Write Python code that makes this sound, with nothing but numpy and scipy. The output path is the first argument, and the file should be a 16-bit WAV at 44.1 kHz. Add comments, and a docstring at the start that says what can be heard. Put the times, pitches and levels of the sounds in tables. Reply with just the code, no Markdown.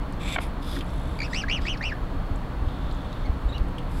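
"""On a lawn, two swans close to the microphone. One forces air through its bill in a hiss, snorts twice
with slaps of the throat, hisses again with a fine wet rattle in the nostrils, then gives five rough,
arching whistles from both sides of the syrinx. Fainter peeps follow; bills and feet tick in the grass.
Traffic rumbles in the distance and a light wind bumps the microphone."""
import sys
import numpy as np
from scipy import signal
from scipy.fft import rfft, irfft
from scipy.io import wavfile
from scipy.ndimage import uniform_filter1d

SR = 44100
rng = np.random.default_rng(int(sys.argv[2]) if len(sys.argv) > 2 else 0)


def dump(signal):
    """Clip the signal to [-1, 1] and save it as 16-bit WAV at the path in sys.argv[1]."""
    limited = np.clip(np.atleast_2d(signal).T, -1, 1)
    pcm = np.round(limited * 32767).astype(np.int16)
    wavfile.write(sys.argv[1], SR, pcm)


N = 176400

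# The pitch arch of every whistle: length_share, top_pitch_share
PITCH_ARCH = [(0, .53), (.08, .72), (.22, .79), (.34, .92), (.5, 1), (.66, .98), (.81, .8), (1, .53)]
# Whistles close to the microphone: start_s, length_s, top_pitch_hz, level_db, overtones_db, roughness
WHISTLE_CALLS = [(1.212, 0.075, 2610, -37.5, -9, 0.53), (1.327, 0.12, 2885, -31, -8, .55),
                 (1.479, 0.12, 2970, -26.5, -17, 0.54), (1.649, .115, 2960, -30.5, -15, 0.56),
                 (1.807, 0.12, 2762, -30.5, -16, 0.62)]


def whistles(attack_s=0.013, release_s=0.015, fade_db=9.5, stutter_hz=72, stutter_db=8):
    """Each call stutters as it climbs and fades as it falls; the two sides of the syrinx beat together."""
    second_ratio, second_db = 1.07, -1.5   # the other side of the syrinx, a little higher
    out = np.zeros(N)
    for start, length, top_hz, db, overtones_db, roughness in WHISTLE_CALLS:
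        t = seconds(length)
        progress = t / length
        arch = np.interp(progress, *np.transpose(PITCH_ARCH))
        pitch = top_hz * uniform_filter1d(arch, size=400, mode="nearest")
        climb_left = np.maximum(1 - 2 * progress, 0)
        fallen = np.maximum(2 * progress - 1, 0)
        gate = np.minimum(t / attack_s, 1) * np.minimum((length - t) / release_s, 1)
        stutter = climb_left * np.cos(2 * np.pi * stutter_hz * t)
        level = gate * from_db(db - fade_db * fallen - stutter_db * stutter)
        rasp = roughness * (1 + 1.32 * np.sin(np.pi * climb_left))   # rougher on the way up
        second_level = from_db(second_db) * np.sin(np.pi * progress)
        second_side = second_level * syrinx(second_ratio * pitch, overtones_db, rasp)
        add(out, start, level * (syrinx(pitch, overtones_db, rasp) + second_side))
    return out


# How the throat colours whistles and squeaks: frequency_hz, gain_db
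THROAT_COLOUR = [(1400, 36), (1750, 2.5), (2100, -7), (2550, -4.5), (2950, -2), (3500, -9.5), (4700, 2),
                 (5600, -2.5), (7000, -9.5), (9000, -14.5), (12000, -28)]


def syrinx(pitch, overtones_db, roughness, rasp_hz=220, rasp_width_hz=265, overtone_step_db=-6.5):
    """A tone and three overtones, wavering slowly and shaken in pitch and level by a fast rasp."""
    size = len(pitch)
    shake, throb = (band_noise(rasp_hz, rasp_width_hz, size=8192)[:size] for _ in range(2))
    waver = band_noise(hz=45, width_hz=45, size=8192)[:size]
    shaken_pitch = pitch * (1 + 0.039 * roughness * shake + 0.009 * waver)
    phase = 2 * np.pi * np.cumsum(shaken_pitch) / SR
    tone = 0
    for k in range(1, 5):
        db = 0 if k == 1 else overtones_db + overtone_step_db * (k - 2)
        tone = tone + from_db(db + at_hz(THROAT_COLOUR, k * pitch)) * np.sin(k * phase)
    return np.sqrt(2) * tone * rms_one(1 + 0.29 * roughness * throb)


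# Close squeaks and fainter peeps: start_s, length_s, pitch_hz, level_db, overtones_db
SQUEAK_NOTES = [(1.188, 0.0048, 2370, -28, -11), (1.202, 0.0068, 2320, -20.5, -15),
                (1.215, 0.0114, 2316, -25, -11), (1.225, 0.013, 2340, -28, -13),
                (1.33, 0.011, 1950, -33, -10), (1.437, 0.0072, 1726, -35, -15),
                (1.651, .009, 1970, -33, -18), (1.918, .016, 1784, -33.5, -13),
                (3.242, .04, 2200, -39.5, -13.5), (3.482, 0.033, 3820, -39.5, -12),
                (3.519, 0.021, 3890, -36, -28), (3.533, 0.033, 4000, -42, -25),
                (3.533, 0.053, 2950, -39.5, -22)]


def squeaks():
    """Very short notes of the syrinx: a stutter into the whistles, catches at their edges, later peeps."""
    out = np.zeros(N)
    for start, length, hz, db, overtones_db in SQUEAK_NOTES:
        arch = np.sin(np.pi * seconds(length) / length)
        pitch = hz * (0.88 + 0.117 * arch)
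        add(out, start, from_db(db) * arch * syrinx(pitch, overtones_db, roughness=0.6))
    return out


# Resonances of the bill: centre_hz, width_hz
BILL_MODES = [(2350, 430), (3520, 480), (4950, 500), (7650, 320), (10100, 4000), (12100, 4700)]
# Hisses at close range: start_s, length_s, level_db, swell_db, release_s, then gain_db per bill resonance
HISS_BREATHS = [(.19, .163, -34.5, 17, .015, 1.5, 1, -21, -8.5, -13, -19),
                (.399, .036, -43, 1, .055, 2, 0, -6, -25, -2, -17),
                (.611, .172, -42, 9, .04, -9, 3, -3.5, -26, -6, -8),
                (.85, .45, -56.5, 0, .15, -15, 0, -20, -12, -10, -25),
                (1.295, .085, -47, 6, .03, -8, 0, 0, -3, -14, -25),
                (1.60, .085, -48, 2, .03, -6, 2, -3, -12, -25, -30),
                (2.65, .61, -56, 0, .08, -22, 5, -16, -25, -20, -25),
                (3.885, .12, -52.5, 10, .03, -4, 0, -2, -6, 0, -1)]


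def hisses(attack_s=0.015, flutter_db=2, rush_db=-8):
    """Air forced through the bill swells or holds, then dies away; each hiss favours other resonances."""
    out = np.zeros(N)
    for start, length, db, swell_db, release, *gains_db in HISS_BREATHS:
        t = seconds(length + 2 * release)
        bill = sum(from_db(gain_db) * band_noise(hz, width_hz, size=65536)
                   for (hz, width_hz), gain_db in zip(BILL_MODES, gains_db))
        rush = from_db(rush_db) * band_noise(hz=4600, width_hz=6000, size=65536)
        air = rms_one(bill + rush)[:len(t)]
        flutter = band_noise(hz=43, width_hz=64, size=65536)[:len(t)]
        swell_left = (1 - np.minimum(t / length, 1)) ** 2
        fade_db = 20 * np.maximum(t - length, 0) / release
        level = from_db(db - swell_db * swell_left - fade_db + flutter_db * flutter)
        add(out, start, air * np.minimum(t / attack_s, 1) * level)
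    return butterworth(out, order=3, hz=12700)


# Resonances of the snorting throat: centre_hz, width_hz, gain_db
THROAT_MODES = [(650, 270, -13), (1070, 130, -0.5), (1640, 480, 8.5), (2214, 100, -0.5), (2970, 210, -7),
                (3750, 400, -30.5)]
# Snorts at close range: start_s, level_db, slaps_per_s
SNORT_RUNS = [(0.3609, -14.5, 756), (0.3848, -14, 690)]


def snorts(slap_count=4):
    """Two very short runs of soft slaps ring the throat, each slap stronger than the last."""
    slaps = np.zeros(N)
    for start, db, rate in SNORT_RUNS:
        for k in range(slap_count):
            slap_s = start + (k + rng.normal(0, 0.04)) / rate
            add(slaps, slap_s, from_db([db - 12.5 + 0.84 * k]))
    return butterworth(ring(slaps, THROAT_MODES), order=4, hz=3500)


# Low grunts under the hisses: start_s, length_s, level_db, pitch_hz
NECK_GRUNTS = [(.34, .12, -43, 270), (.73, .11, -39, 310)]


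def grunts():
    """The long neck resonates softly at the end of the two strong hisses."""
    out = np.zeros(N)
    for start, length, db, hz in NECK_GRUNTS:
        t = seconds(length)
        neck = band_noise(hz, width_hz=81, size=16384)[:len(t)]
        add(out, start, from_db(db) * np.sin(np.pi * t / length) * neck)
    return out


# Resonances of the wet nostrils: centre_hz, width_hz, gain_db
NOSTRIL_MODES = [(10000, 430, 2), (7800, 540, -1), (11600, 900, -8)]
# Fine rattles, heard up close: start_s, end_s, level_db, clicks_per_s
NOSTRIL_RATTLES = [(.42, .495, -41, 63), (0.825, 1.422, -48, 52)]


def nostril_rattle(fade_db=5):
    """Thin, nearly regular wet clicks that weaken as the air runs out."""
    clicks = np.zeros(N)
    for start, end, db, rate in NOSTRIL_RATTLES:
        for click_s in np.arange(start, end, 1 / rate):
            click_db = db - fade_db * (click_s - start) / (end - start)
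            add(clicks, click_s + rng.normal(0, 0.00033), from_db([click_db + rng.normal(0, 2.0)]))
    return butterworth(ring(clicks, NOSTRIL_MODES), order=3, hz=(8800, 11800), kind="bandpass")


# Small ticks in the nearby grass: start_s, level_db, pitch_hz, decay_s
GRASS_TICKS = [(0.124, -46, 8700, 0.0025), (0.132, -49, 5150, 0.0042), (0.764, -33.5, 1630, 0.0076),
               (.808, -32, 3050, 0.0054), (.892, -60, 5500, .012), (1.619, -32.5, 3040, 0.0027),
               (1.773, -42.5, 4540, 0.0073), (2.358, -49.5, 7860, .004), (2.911, -39.5, 4020, .004),
               (2.925, -53, 7500, 0.0036), (2.944, -58, 7000, 0.011), (3.128, -39, 3650, 0.0045),
               (3.58, -38.5, 4420, 0.0029), (3.581, -50, 11000, .002), (3.683, -55, 9000, .004),
               (3.785, -53, 9000, 0.0036), (3.782, -37, 3160, 0.0077)]


def grass_ticks(attack_s=0.0007, crack_db=-14):
    """Bills and feet touch the grass: brief dying rustles, each with a pitch and a broad crack."""
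    out, t = np.zeros(N), seconds(0.046)
    for start, db, hz, decay in GRASS_TICKS:
        rustle = band_noise(hz, width_hz=0.27 * hz, size=len(t))
        crack = from_db(crack_db) * band_noise(hz=4700, width_hz=7300, size=len(t))
        envelope = np.minimum(t / attack_s, 1) * np.exp(-t / decay)
        add(out, start, from_db(db) * envelope * (rustle + crack))
    return out


# Wind on the microphone: centre_s, level_db, pitch_hz
WIND_BUMPS = [(.735, -18.5, 38), (2.171, -17, 60), (2.317, -16.5, 61), (2.629, -14.5, 47),
              (2.674, -14, 57.7), (2.867, -18.5, 41.7), (3.302, -12.5, 55), (3.463, -16, 45.2),
              (3.616, -11.5, 48.7)]


def wind_bumps(half_width_cycles=0.4):
    """Light wind bumps the microphone, one low push and pull at a time."""
    out, t = np.zeros(N), np.arange(N) / SR
    for centre, db, hz in WIND_BUMPS:
        cycles = (t - centre) * hz
        out -= from_db(db) * np.sin(2 * np.pi * cycles) * np.exp(-(cycles / half_width_cycles) ** 2)
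    return out


# Spectrum of far traffic and wind: frequency_hz, relative_db
RUMBLE_SPECTRUM = [(12, -19), (20, 0.5), (49, -1.5), (68, -5.5), (95, -14), (126, -9), (144, -17),
                   (180, -15), (225, -19), (274, -18), (315, -20.5), (372, -24.5), (439, -26), (478, -26),
                   (549, -25.5), (597, -24.5), (767, -26), (1130, -26.5), (2400, -41.5), (2920, -42.5),
                   (3260, -42.5), (3750, -44.5), (5690, -58), (10200, -61.5), (15500, -64)]
# Narrow hums in the background: centre_hz, width_hz, level_db
BACKGROUND_HUMS = [(275, 19.4, -46.5), (174, 25.6, -45.5), (482, 12, -54.5)]


def distant_traffic(rumble_db=-28.5, whine_hz=4334, whine_db=-63.5):
    """A steady rumble of far traffic and wind, with three narrow hums and a faint whine."""
    t, f = np.arange(N) / SR, np.fft.rfftfreq(N, 1 / SR)
    spectrum = from_db(at_hz(RUMBLE_SPECTRUM, f)) * np.minimum(f / 20, 1) ** 2
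    rumble = from_db(rumble_db) * shaped_noise(spectrum, N)
    hums = sum(from_db(db) * band_noise(hz, width_hz, N) for hz, width_hz, db in BACKGROUND_HUMS)
    whine = from_db(whine_db) * np.sin(2 * np.pi * whine_hz * t)
    return rumble + hums + whine


def from_db(db):
    """Decibels to gain."""
    return 10 ** (np.asarray(db) / 20)


def rms_one(x):
    """Scale to unit power."""
    return x / np.sqrt(np.mean(x ** 2) + 1e-20)


def at_hz(points, hz):
    """Read a spectrum's decibels on a log-frequency axis."""
    f, db = np.transpose(points)
    return np.interp(np.log(np.maximum(hz, 1)), np.log(f), db)


def add(out, start_s, x):
    """Mix x in at a time."""
    i = max(int(start_s * SR), 0)
    out[i:i + len(x)] += x[:max(N - i, 0)]


def seconds(length):
    """A time axis."""
    return np.arange(int(length * SR)) / SR


def butterworth(x, order, hz, kind="lowpass"):
    """Filter with a flat passband."""
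    return signal.sosfilt(signal.butter(order, hz, kind, fs=SR, output="sos"), x)


def shaped_noise(spectrum, size):
    """Unit-power noise with the given spectrum."""
    return rms_one(irfft(rfft(rng.standard_normal(size)) * spectrum, size))


def band_noise(hz, width_hz, size):
    """Unit-power noise in one resonance."""
    f = np.fft.rfftfreq(size, 1 / SR)
    return shaped_noise(1 / (1 + 2 * ((f - hz) / width_hz) ** 2), size)


def ring(clicks, modes):
    """Clicks set decaying modes ringing."""
    out = 0
    for hz, width_hz, db in modes:
        radius, angle = np.exp(-np.pi * width_hz / SR), 2 * np.pi * hz / SR
        feedback = [1, -2 * radius * np.cos(angle), radius ** 2]
        out = out + from_db(db) * signal.lfilter([0, np.sin(angle)], feedback, clicks + 1e-18)
    return out


# Echoes reaching the microphone from the ground and surroundings: delay_s, gain_db
LAWN_ECHOES = [(.0043, -16), (.019, -15), (.047, -24)]


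def scene():
    """The close swans and their faint, dull echoes over traffic and wind, all in the centre."""
    swans = whistles() + squeaks() + hisses() + grunts() + snorts() + nostril_rattle() + grass_ticks()
    out = swans + wind_bumps() + distant_traffic()
    dulled = butterworth(swans, order=1, hz=5000)
    for delay, db in LAWN_ECHOES:
        add(out, delay, from_db(db) * dulled)
    return np.array([out, out])


def record(dry):
    """The highest treble is cut steeply."""
    cutoff_hz = 15750
    return signal.sosfilt(signal.ellip(10, 0.1, 80, cutoff_hz, fs=SR, output="sos"), dry)


dry = scene()
out = record(dry)
dump(out)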